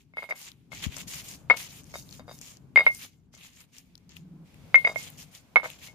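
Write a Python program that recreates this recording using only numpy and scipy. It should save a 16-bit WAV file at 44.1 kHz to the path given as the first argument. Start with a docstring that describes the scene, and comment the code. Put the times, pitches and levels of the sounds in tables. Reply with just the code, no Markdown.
"""Stone pestle and mortar with wet chillies

A stone pestle knocks, chatters and grinds wet chillies in a shallow stone mortar, close to a phone.
Each touch sums short thud modes and resets the level of decaying sines, the stone's ring and overtones.
Dragging is band-passed grainy noise with bursts of crunch; seeds and skins crack as tiny noise bursts.
A short tail of the walls follows; a low rumble, a swelling drone and faint hiss of shaped noise lie under it."""
import sys
import numpy as np
from scipy import signal
from scipy.fft import rfft, irfft
from scipy.io import wavfile
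from scipy.ndimage import uniform_filter1d

SR = 44100
rng = np.random.default_rng(int(sys.argv[2]) if len(sys.argv) > 2 else 0)


def log_audio(samples):
    """Write samples as a 16-bit WAV file to the path given in sys.argv[1]."""
    # one column per channel
    frames = np.atleast_2d(samples).T
    # limit to full scale, then quantise
    limited = np.clip(frames, -1, 1)
    pcm = np.round(limited * 32767).astype(np.int16)
    wavfile.write(sys.argv[1], SR, pcm)


N = 261954

# stone on stone, each contact of the chattering pestle, levels ahead of the mode offsets:
# (time [s], thud level [dB], ring level after the touch [dB])
CONTACTS = [(0.1369, -47, -45), (0.1707, -26.5, -30), (0.1818, -36, -23.5), (0.19, -32.5, -32),
            (0.223, -35, -31), (0.23, -28.5, -48), (0.2406, -33.5, -36), (0.29, -37, -36.5),
            (0.295, -40, -39), (0.3006, -33, -44), (0.3069, -38, -44), (0.3085, -32, -22.5),
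            (0.3135, -33.5, -25.5), (0.3233, -27.5, -24), (0.3259, -43, -41), (0.3576, -63, -43.5),
            (0.7186, -36.5, -38), (0.7301, -32.5, -43), (0.9668, -34, -58), (0.9773, -37, -53),
            (1.4997, -11.5, -4.5), (1.5071, -10, -9), (1.5112, -13, -6), (1.5232, -35.5, -18),
            (1.529, -26.5, -27), (1.538, -25.5, -29), (1.542, -27.5, -27), (1.94, -31, -33.5),
            (1.9502, -34.5, -59), (1.9557, -26, -44), (2.1952, -35.5, -58), (2.199, -48, -54),
            (2.203, -39.5, -62), (2.208, -48, -64), (2.2802, -35.5, -67), (2.2842, -43, -54.5),
            (2.2886, -37.5, -53.5), (2.2942, -32, -67), (2.3125, -33.5, -57), (2.759, -15.5, -5),
            (2.7749, -12.5, -8), (2.7905, -33.5, -15), (2.7942, -17, -14.5), (2.8066, -19, -12.5),
            (2.8117, -27, -16), (2.8161, -24.5, -20), (2.865, -15, -5), (2.8716, -17, -6.5),
            (2.8809, -50, -20), (2.8874, -45, -17), (2.901, -49, -21), (3.34, -46, -56), (3.366, -52, -61),
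            (4.7437, -14.5, -6), (4.7566, -24, -3.5), (4.7763, -29.5, -12.5), (4.8442, -37, -24),
            (4.8492, -22, -8.5), (4.8528, -41, -13.5), (4.8668, -25.5, -23), (4.8727, -20, -14.5),
            (4.877, -23.5, -35), (4.884, -38.5, -31), (4.8928, -29.5, -26.5), (4.8977, -26, -33),
            (4.915, -33, -42.5), (4.959, -29, -20.5), (5.5587, -12.5, -4.5), (5.5646, -16, -8.5),
            (5.5688, -16.5, -8), (5.5736, -24, -12.5), (5.5988, -31, -28), (5.6318, -26, -43),
            (5.635, -30, -46), (5.639, -34, -42.5), (5.643, -23, -34), (5.647, -28, -32),
            (5.6491, -32, -32), (5.6544, -39, -28), (5.6588, -23, -39), (5.665, -37, -43),
            (5.8846, -48, -44)]
# where each blow or bounce lands, before the touches vary it: (time [s], ring pitch [Hz], left lag [ms],
# thud left minus right [dB], ring left minus right [dB], ring damping [dB/s],
# bright minus dull thud modes [dB], overtone drive [dB])
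LANDINGS = [(0.13, 2158, 0.15, 1.5, 2.5, 550, 7, 4), (0.28, 2155, 0.11, 3, -2.5, 500, -3, 10.5),
            (0.7, 2160, 0.061, 7, 15, 350, 8, -6), (1.49, 2151, -0.082, 3.5, 7, 199.5, 7.5, 1),
            (1.505, 2195, -0.12, 3, 9.5, 801, 9, 0.5), (1.9, 2156, 0.13, 3.5, -9, 600, -1, 11),
            (2.15, 2166, 0.15, 3, -3, 298, -5, 14.5), (2.75, 2139, -0.019, -1, 4.5, 58.5, 5.5, 10.5),
            (2.774, 2140, 0.24, -0.5, 8, 149.5, 5, 4), (2.79, 2156, -0.12, 2, 3, 902.5, -5.5, 11),
            (2.86, 2140, 0.15, 4.5, 1.5, 610, 2.5, 1), (3.33, 2156, 0.1, 4, -0.5, 300, 12, -6.5),
            (4.73, 2145, 0.048, 3, 0, 200.5, 7.5, 5), (4.755, 2148, 0.15, 0.5, 12, 599.5, -4.5, 0),
            (4.84, 2157, -0.2, 3, 0, 555.5, -10, 11), (4.95, 2144, 0.15, 4, -2, 573, -24.5, -2),
            (5.55, 2174, 0.1, 5, -8, 898, 16, -4.5), (5.62, 2172, 0.13, 5.5, -1, 497, 1, -1)]


def undb(db):
    """Decibels to linear gain."""
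    return 10 ** (np.asarray(db) / 20)


def unit(x):
    """Scale each channel to an RMS of 1."""
    return x / np.sqrt(np.mean(x ** 2, axis=-1, keepdims=True))


def curve(table):
    """Columns of (time, ..) rows joined by straight lines."""
    times, *columns = np.transpose(table)
    return [np.interp(np.arange(N) / SR, times, column) for column in columns]


def held(table):
    """Time since the latest row, and that row's columns."""
    table, t = np.asarray(table, float), np.arange(N) / SR
    latest = np.searchsorted(table[:, 0], t, "right") - 1
    rows = table[np.maximum(latest, 0)]
    return t - rows[:, 0], rows[:, 1:].T


def sides(pan_db):
    """Gains of the two ports (left minus right in dB) at constant mean power."""
    pair = undb(np.array([pan_db, -pan_db]) / 2)
    return pair / np.sqrt(np.mean(pair ** 2, axis=0))


def walk(rate):
    """Random levels held 1 / rate s, smoothed by two running means; spread near 1."""
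    hold = int(SR / rate)
    steps = np.repeat(rng.standard_normal(N // hold + 1), hold)
    return 1.054 * uniform_filter1d(uniform_filter1d(steps, hold), hold)[:N]


def band(x, lo_hz, hi_hz, order):
    """Butterworth band-pass."""
    return signal.sosfilt(signal.butter(order, [lo_hz, hi_hz], "band", fs=SR, output="sos"), x)


def body(x, peaks, patchy_db=0):
    """Sum of band-passes (Hz, width, dB) of alternating sign; each may wander in level on its own."""
    out = 0
    for k, (hz, width, db) in enumerate(peaks):
        wander_db = patchy_db * walk(40) if patchy_db else 0
        out = out + (-1) ** k * undb(db + wander_db) * band(x, hz - width / 2, hz + width / 2, order=2)
    return out


def coloured(points):
    """Two unrelated noises of RMS 1 with the given (Hz, dB) spectrum, joined over log frequency."""
    hz, db = np.transpose(points)
    f = np.maximum(np.arange(N // 2 + 1) * SR / N, 1)
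    shape = undb(np.interp(np.log(f), np.log(np.maximum(hz, 1)), db))
    return unit(irfft(rfft(rng.standard_normal((2, N))) * shape, N))


def grit(spread_db, share):
    """Noise of countless grains, a few much larger; share = likeness of the two ports."""
    own, common = rng.standard_normal((2, N)), rng.standard_normal(N)
    grain_db = spread_db * np.minimum(rng.standard_exponential(N // 32 + 1), 5.)
    size = uniform_filter1d(undb(grain_db).repeat(32)[:N], size=24)
    return size * (np.sqrt(np.clip(1 - share, 0, 1)) * own + np.sqrt(np.clip(share, 0, 1)) * common)


def mode(x, hz, t60):
    """A decaying sine, peak near 1 for a unit impulse: a two-pole resonator."""
    radius, w = np.exp(-np.log(1000) / (t60 * SR)), 2 * np.pi * hz / SR
    return signal.lfilter([0, radius * np.sin(w)], [1, -2 * radius * np.cos(w), radius * radius], x)


def background():
    """Wavering low rumble from outside, partly alike at both ports, with a swelling drone and faint wide hiss."""
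    # fader moves ahead of the layer mix: (time [s], bass level [dB], mid level [dB], wide hiss level [dB])
    rumble_levels = [(0, -64.5, -85.5, -82), (.66, -62, -81, -77.5), (.75, -51.5, -69.5, -84),
                     (1.2, -50, -62.5, -66), (1.5, -53.5, -66.5, -79.5), (2.5, -54.5, -69, -76),
                     (3.0, -55.5, -78, -82), (3.12, -62, -82, -92.5), (3.9, -61.5, -79.5, -73),
                     (4.15, -58, -76, -76.5), (4.44, -57.5, -68.5, -76), (4.46, -55.5, -71, -65.5),
                     (4.9, -52, -56.5, -61), (5.3, -59.5, -70, -66.5), (5.94, -59, -64.5, -75)]
    # a low drone swells: (time [s], level [dB])
    drone_levels = [(3.85, -75), (3.95, -60.5), (4.15, -64.5), (4.2, -49.5), (4.44, -48), (4.47, -66),
                    (4.7, -85)]
    # relative spectra of the rumble's bass and of the wide hiss: (frequency [Hz], density [dB per Hz])
    bass_spectrum = [(12, -44), (20, -20.5), (59, -5), (113, -2), (162, 1.5), (217, -8), (256, -5),
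                     (351, -17), (420, -17.5), (550, -38.5), (920, -120)]
    air_spectrum = [(880, -38.5), (1500, -9.5), (2250, 1.5), (2720, -2), (6760, -9), (8080, -13),
                    (14600, -14), (16000, -27)]
    mid_spectrum = [(250, -31.5), (450, 2.0), (800, -1.0), (1600, -9.0), (2500, -27.5)]
    drone_peaks = [(171, 33, 4.0), (294.2, 130, -17.5)]

    bass_db, mid_db, air_db = curve(rumble_levels)
    # the second noise goes in with opposite sign at the two ports, for width
    spread = np.array([[1], [-1]])
    low, middle = coloured(bass_spectrum), coloured(mid_spectrum)
    bass = undb(bass_db + 2 * walk(10)) * sides(4.5)[:, None] * (low[0] + .4 * spread * low[1])
    mid = undb(mid_db) * (middle[0] + .7 * spread * middle[1])
    drone = undb(curve(drone_levels)[0]) * unit(body(rng.standard_normal(N), drone_peaks))
    return bass + mid + drone + undb(air_db) * coloured(air_spectrum)


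def bumps():
    """Single low sine cycles under a half-sine swell, heard by the left port alone."""
    # low bumps: (time [s], level before the swell [dB], frequency [Hz])
    low_bumps = [(0.8654, -16, 144), (0.871, -24, 59), (0.888, -25, 89)]
    out = np.zeros((2, N))
    for s, db, hz in low_bumps:
        cycle = (np.arange(N) / SR - s) * hz
        swell = np.sin(np.pi * np.clip(cycle, 0, 1))
        out[0] -= undb(db) * np.sin(2 * np.pi * cycle) * swell
    return out


def kitchen(x):
    """Short diffuse tail of the walls: convolution with decaying noise."""
    level_db, t60_s = -28.5, 0.1
    t = np.arange(int(.4 * SR)) / SR
    tail = rng.standard_normal((2, len(t))) * undb(-60 * t / t60_s) * (t > .003)
    tail = undb(level_db) * tail / np.sqrt(np.sum(tail ** 2, axis=1, keepdims=True))
    return signal.fftconvolve(x, tail, axes=1)[:, :N]


def cracks():
    """Seeds and skins crack: a burst of a millisecond or two, boosted around each crack's pitch."""
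    # (time [s], level ahead of burst shaping [dB], pitch [Hz])
    crack_hits = [(0.517, -37, 4000), (0.8438, -30, 3200), (0.967, -26.5, 7100), (0.9833, -34, 6900),
                  (1.0148, -30, 2720), (1.176, -40, 6250), (1.288, -32, 6850), (1.572, -28, 5380),
                  (1.33, -39, 3000), (1.7072, -39.5, 3840), (1.835, -47.5, 6500), (1.842, -43.5, 7400),
                  (2.0906, -39.5, 4540), (2.11, -37.5, 5500), (2.1262, -34, 5100), (2.389, -39.5, 6700),
                  (2.4137, -30, 6300), (2.5698, -38, 5680), (2.9482, -30.5, 7630), (3.35, -39, 6370),
                  (3.605, -43, 6000), (3.7668, -41.5, 2980), (3.7835, -35, 6430), (3.9541, -40, 4490),
                  (3.9782, -43.5, 5490), (4.093, -41.5, 5260), (4.1673, -31.5, 3120), (4.543, -41, 2510),
                  (5.03, -34, 6900), (5.078, -35.5, 3000), (5.1017, -38, 12300), (5.3498, -32, 5370),
                  (5.7014, -27, 3160)]
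    out, t = np.zeros((2, N)), np.arange(300) / SR
    noise = rng.standard_normal((len(crack_hits), 2, len(t)))
    for (s, db, hz), burst in zip(crack_hits, noise):
        burst = burst * np.exp(-t / 0.0012)
        burst = 0.44 * burst + body(burst, [(hz, .5 * hz, 6.0)])
        start = int(s * SR)
        out[:, start:start + len(t)] += undb(db) * sides(8.9)[:, None] * burst
    return out


def crunch():
    """Wet bits burst at random, each a short decaying sine at one of twelve pitches."""
    out = 0
    for hz in np.geomspace(2400, 13000, 12):
        happens = rng.random(N) < 45 / SR  # about 45 bursts a second at each pitch
        pops = happens * undb(3 * np.minimum(rng.standard_exponential(N), 3))
        port_gain = undb(2 * rng.standard_normal((2, N)))
        out = out + mode(pops * port_gain, hz, 25 / hz) * np.sqrt(hz)
    return unit(out)


def pressure():
    """Levels of hiss, scrape and fizz: each stroke sets in, drifts from start to end level, lifts off, settles."""
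    # dragging strokes, levels ahead of swell and layer trims: (start [s], length [s], hiss at the start [dB],
    # hiss at the end [dB], coarse scrape minus hiss [dB], fine fizz minus hiss [dB])
    drag_strokes = [(0.0, 0.013, -74, -69.5, -1, 0), (.17, 0.078, -67.5, -59, 6.5, 4),
                    (0.297, 0.026, -51, -63, -9, 1), (0.356, 0.093, -56.5, -47, -3, 1),
                    (0.453, 0.032, -53, -51.5, 2, -5), (0.722, 0.088, -51.5, -51.5, 3.5, -2.5),
                    (.825, 0.031, -44.5, -42, 0, -6), (0.903, 0.051, -55.5, -46, 0.5, -4),
                    (.96, 0.053, -44.5, -40.5, -2.5, -4.5), (1.077, 0.062, -42.5, -38, -5.5, -3),
                    (1.154, 0.053, -42, -44, -5.5, -1.5), (1.239, 0.097, -52, -44.5, -3.5, 0.5),
                    (1.501, 0.047, -60, -57, 4, 0), (1.57, 0.093, -38.5, -46, -5, -1.5),
                    (1.677, 0.13, -52, -52, -4.5, -2.5), (1.854, .07, -61.5, -59.5, -6, -1),
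                    (1.941, 0.086, -46, -52.5, -13, -3.5), (2.056, .12, -60, -53.5, -6.5, -0.5),
                    (2.272, .11, -66, -50.5, -13, -1), (2.415, 0.12, -50, -52.5, -5, -5),
                    (2.762, 0.12, -62, -58.5, 7, 6.5), (2.909, 0.064, -56, -47.5, -6.5, 2.5),
                    (2.993, 0.065, -45.5, -49.5, -2, -3), (3.332, 0.015, -59, -53, -7.5, -10.5),
                    (3.375, 0.11, -57.5, -56, 0.5, -2.5), (3.501, 0.11, -70.5, -53.5, -0.5, -0.5),
                    (3.726, 0.064, -66, -52.5, -2, -1.5), (4.1, .05, -61, -62, 0, -13),
                    (4.163, 0.012, -53, -55.5, -1, -5), (4.76, 0.08, -60, -67, 11, 7.5),
                    (4.858, 0.072, -50, -57, -13, -2.5), (4.948, 0.13, -52, -47.5, -1.5, -1.5),
                    (5.11, 0.053, -62, -62, -3.5, -2), (5.175, 0.053, -55, -46, -7.5, -2.5),
                    (5.318, .05, -55, -49, -4.5, -2), (5.568, .04, -71.5, -67, -2, 3.5),
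                    (5.64, 0.12, -47, -57.5, -1.5, -5), (5.787, 0.084, -57, -46.5, -3.5, -3.5)]
    attack_db_per_s, release_db_per_s = 1799.5, 600.5
    settle_db, settle_db_per_s = -16, 110.5  # the pulp fizzes on after the stone lifts
    swell_db, soften_s = 2, 0.007  # a stroke is fullest in its middle; its edges are rounded

    t, out = np.arange(N) / SR, np.zeros((3, N))
    for start, length, start_db, end_db, coarse_db, fine_db in drag_strokes:
        after = np.maximum(t - start - length, 0)
        settle = (after > 0) * undb(settle_db - settle_db_per_s * after)
        lift = undb(-release_db_per_s * after) + settle
        db = np.interp(t, [start, start + length], [start_db, end_db])
        db = db - attack_db_per_s * np.maximum(start - t, 0)
        db = db - swell_db * np.clip(2 * (t - start) / length - 1, -1, 1) ** 2
        out = np.maximum(out, undb(db) * lift * undb([[0], [coarse_db], [fine_db]]))
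    return uniform_filter1d(out, int(soften_s * SR))


def drag():
    """Stone slides over wet pulp in slips: coarse scrape, hiss, fine fizz and crunch."""
    # resonances of the three noise layers: (centre [Hz], width [Hz], relative level [dB])
    coarse_peaks = [(610, 1200, -4), (1380, 900, -3), (2310, 60, -0.5), (1850, 640, -3.5), (2810, 1300, 8),
                    (4310, 1300, -2)]
    hiss_peaks = [(5487, 2300, -0.5), (7186, 1200, 0)]
    fine_peaks = [(8706, 1500, -1.5), (12340, 4500, -2), (14700, 1200, -9.5)]
    hiss_gain, coarse_gain, fine_gain = pressure()
    slips = undb(1.4 * walk(75) + 1.8 * walk(50))
    coarse = coarse_gain * undb(1.5) * unit(body(grit(2.6, 0.088), coarse_peaks, patchy_db=2.5))
    hiss = hiss_gain * undb(-1.0) * unit(body(grit(2.8, 0.014), hiss_peaks, patchy_db=2.94))
    fine = fine_gain * undb(-2.3) * unit(body(grit(2.3, .05), fine_peaks, patchy_db=1.8))
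    wet = hiss_gain * undb(-13.5) * crunch()
    return slips * sides(1.5)[:, None] * (coarse + hiss + fine + wet)


def overtones():
    """Higher modes of the stone, level reset by each touch; they grow faster than the thud does."""
    # (frequency [Hz], level offset [dB], t60 [s], growth [dB per dB of thud])
    upper_modes = [(3724, -27, 0.18, 1.16), (4820, -29.5, 0.076, 1.05), (7680, -36, .04, 1.5),
                   (8800, -42, .03, 1.8)]
    since, (db, *_) = held(CONTACTS)
    _, (_, _, pan_db, _, _, _, drive_db) = held(LANDINGS)
    out, t = 0, np.arange(N) / SR
    for hz, mode_db, t60, growth in upper_modes:
        level_db = growth * db + mode_db + drive_db - 60 * since / t60 + 1.9 * walk(150)
        size = (since >= 0) * undb(level_db)
        # the phase wanders; the right port runs 1 radian ahead
        phase = 2 * np.pi * hz * t + 1.4 * walk(150) + np.array([[0], [1]])
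        out = out + uniform_filter1d(size, size=20) * np.sin(phase)
    return out * sides(pan_db)


def thuds():
    """Short dull knocks of the heavy bowl: impulses into damped modes, and the rattle after them."""
    # (frequency [Hz], level offset [dB], t60 [s], share of brightness [0..1])
    thud_modes = [(640, -5.5, 0.016, 0), (976, -2.5, 0.0053, 0.46), (1310, -2, 0.0043, 1),
                  (2930, -22.5, .004, 0.89)]
    bright_per_db, bright_at_db = .5, -25.5  # harder touches are brighter
    weight_hz, weight_db, weight_t60_s = 195, -23.5, 0.016  # the board under the bowl answers

    s, db, _ = np.transpose(CONTACTS)
    _, landing = held(LANDINGS)
    _, lag_ms, pan_db, _, _, bright_db, _ = landing[:, (s * SR).astype(int)]
    bright_db = bright_db + bright_per_db * (db - bright_at_db)
    at = np.round(SR * np.array([s + lag_ms / 1000, s])).astype(int)

    def strike(gain):
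        """One impulse per touch at each port, the left one delayed by its lag."""
        x = np.zeros((2, N))
        x[[[0], [1]], at] = gain * sides(pan_db)
        return x

    knocks = 0
    for hz, mode_db, t60, share in thud_modes:
        knocks = knocks + mode(strike(undb(db + mode_db + (share - .5) * bright_db)), hz, t60)
    # the bowl rattles on its rest for a moment
    shake = signal.lfilter([1], [1, -np.exp(-1 / (0.019 * SR))], strike(undb(0.88 * db - 29.0)))
    rattle = shake * unit(band(grit(1.9, .8), 450, 980, order=1))
    weight = mode(strike(undb(db + weight_db)), weight_hz, weight_t60_s)
    return band(knocks + rattle, 470, 4500, order=3) + weight


def ring():
    """Main mode of the stone, a close pair, one to each port; a touch resets its level, pressure damps it."""
    pair_split_hz = 5.2  # the right port hears the upper mode
    ring_scatter = 0.26  # dB per dB: the weaker a touch, the more it shifts the balance
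    linger_db, linger_db_per_s = -29, 129  # part of the ring escapes the damping

    scatter = ring_scatter * rng.standard_normal((len(CONTACTS), 1))
    since, (_, ring_db, scatter) = held(np.hstack([CONTACTS, scatter]))
    landed, (hz, lag_ms, _, pan_db, damping, *_) = held(LANDINGS)
    # once the pestle rests on the pulp the ring dies whatever the touch was
    damped = undb(-damping * since - 380 * np.maximum(since - .04, 0))
    fade = damped + undb(linger_db - linger_db_per_s * since)
    size = (since >= 0) * fade * undb(ring_db + 1.3 * walk(120)) * sides(pan_db + scatter * ring_db)
    # each blow restarts the phase
    left = (hz - pair_split_hz / 2) * (landed - lag_ms / 1000)
    right = (hz + pair_split_hz / 2) * landed
    return band(size * np.sin(2 * np.pi * np.array([left, right])), 1100, 2800, order=2)


def scene():
    """The mortar and its wall tail over the bumps and the background."""
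    near = ring() + overtones() + thuds() + drag() + cracks()
    return near + kitchen(near) + bumps() + background()


def record(dry):
    """The phone rounds the loudest peaks and cuts the top."""
    top_hz = 15450
    rounded = dry / (1 + np.abs(dry) ** 6) ** (1 / 6)
    return .97 * signal.sosfilt(signal.ellip(10, .2, 70, top_hz, fs=SR, output="sos"), rounded)


dry = scene()
out = record(dry)
log_audio(out)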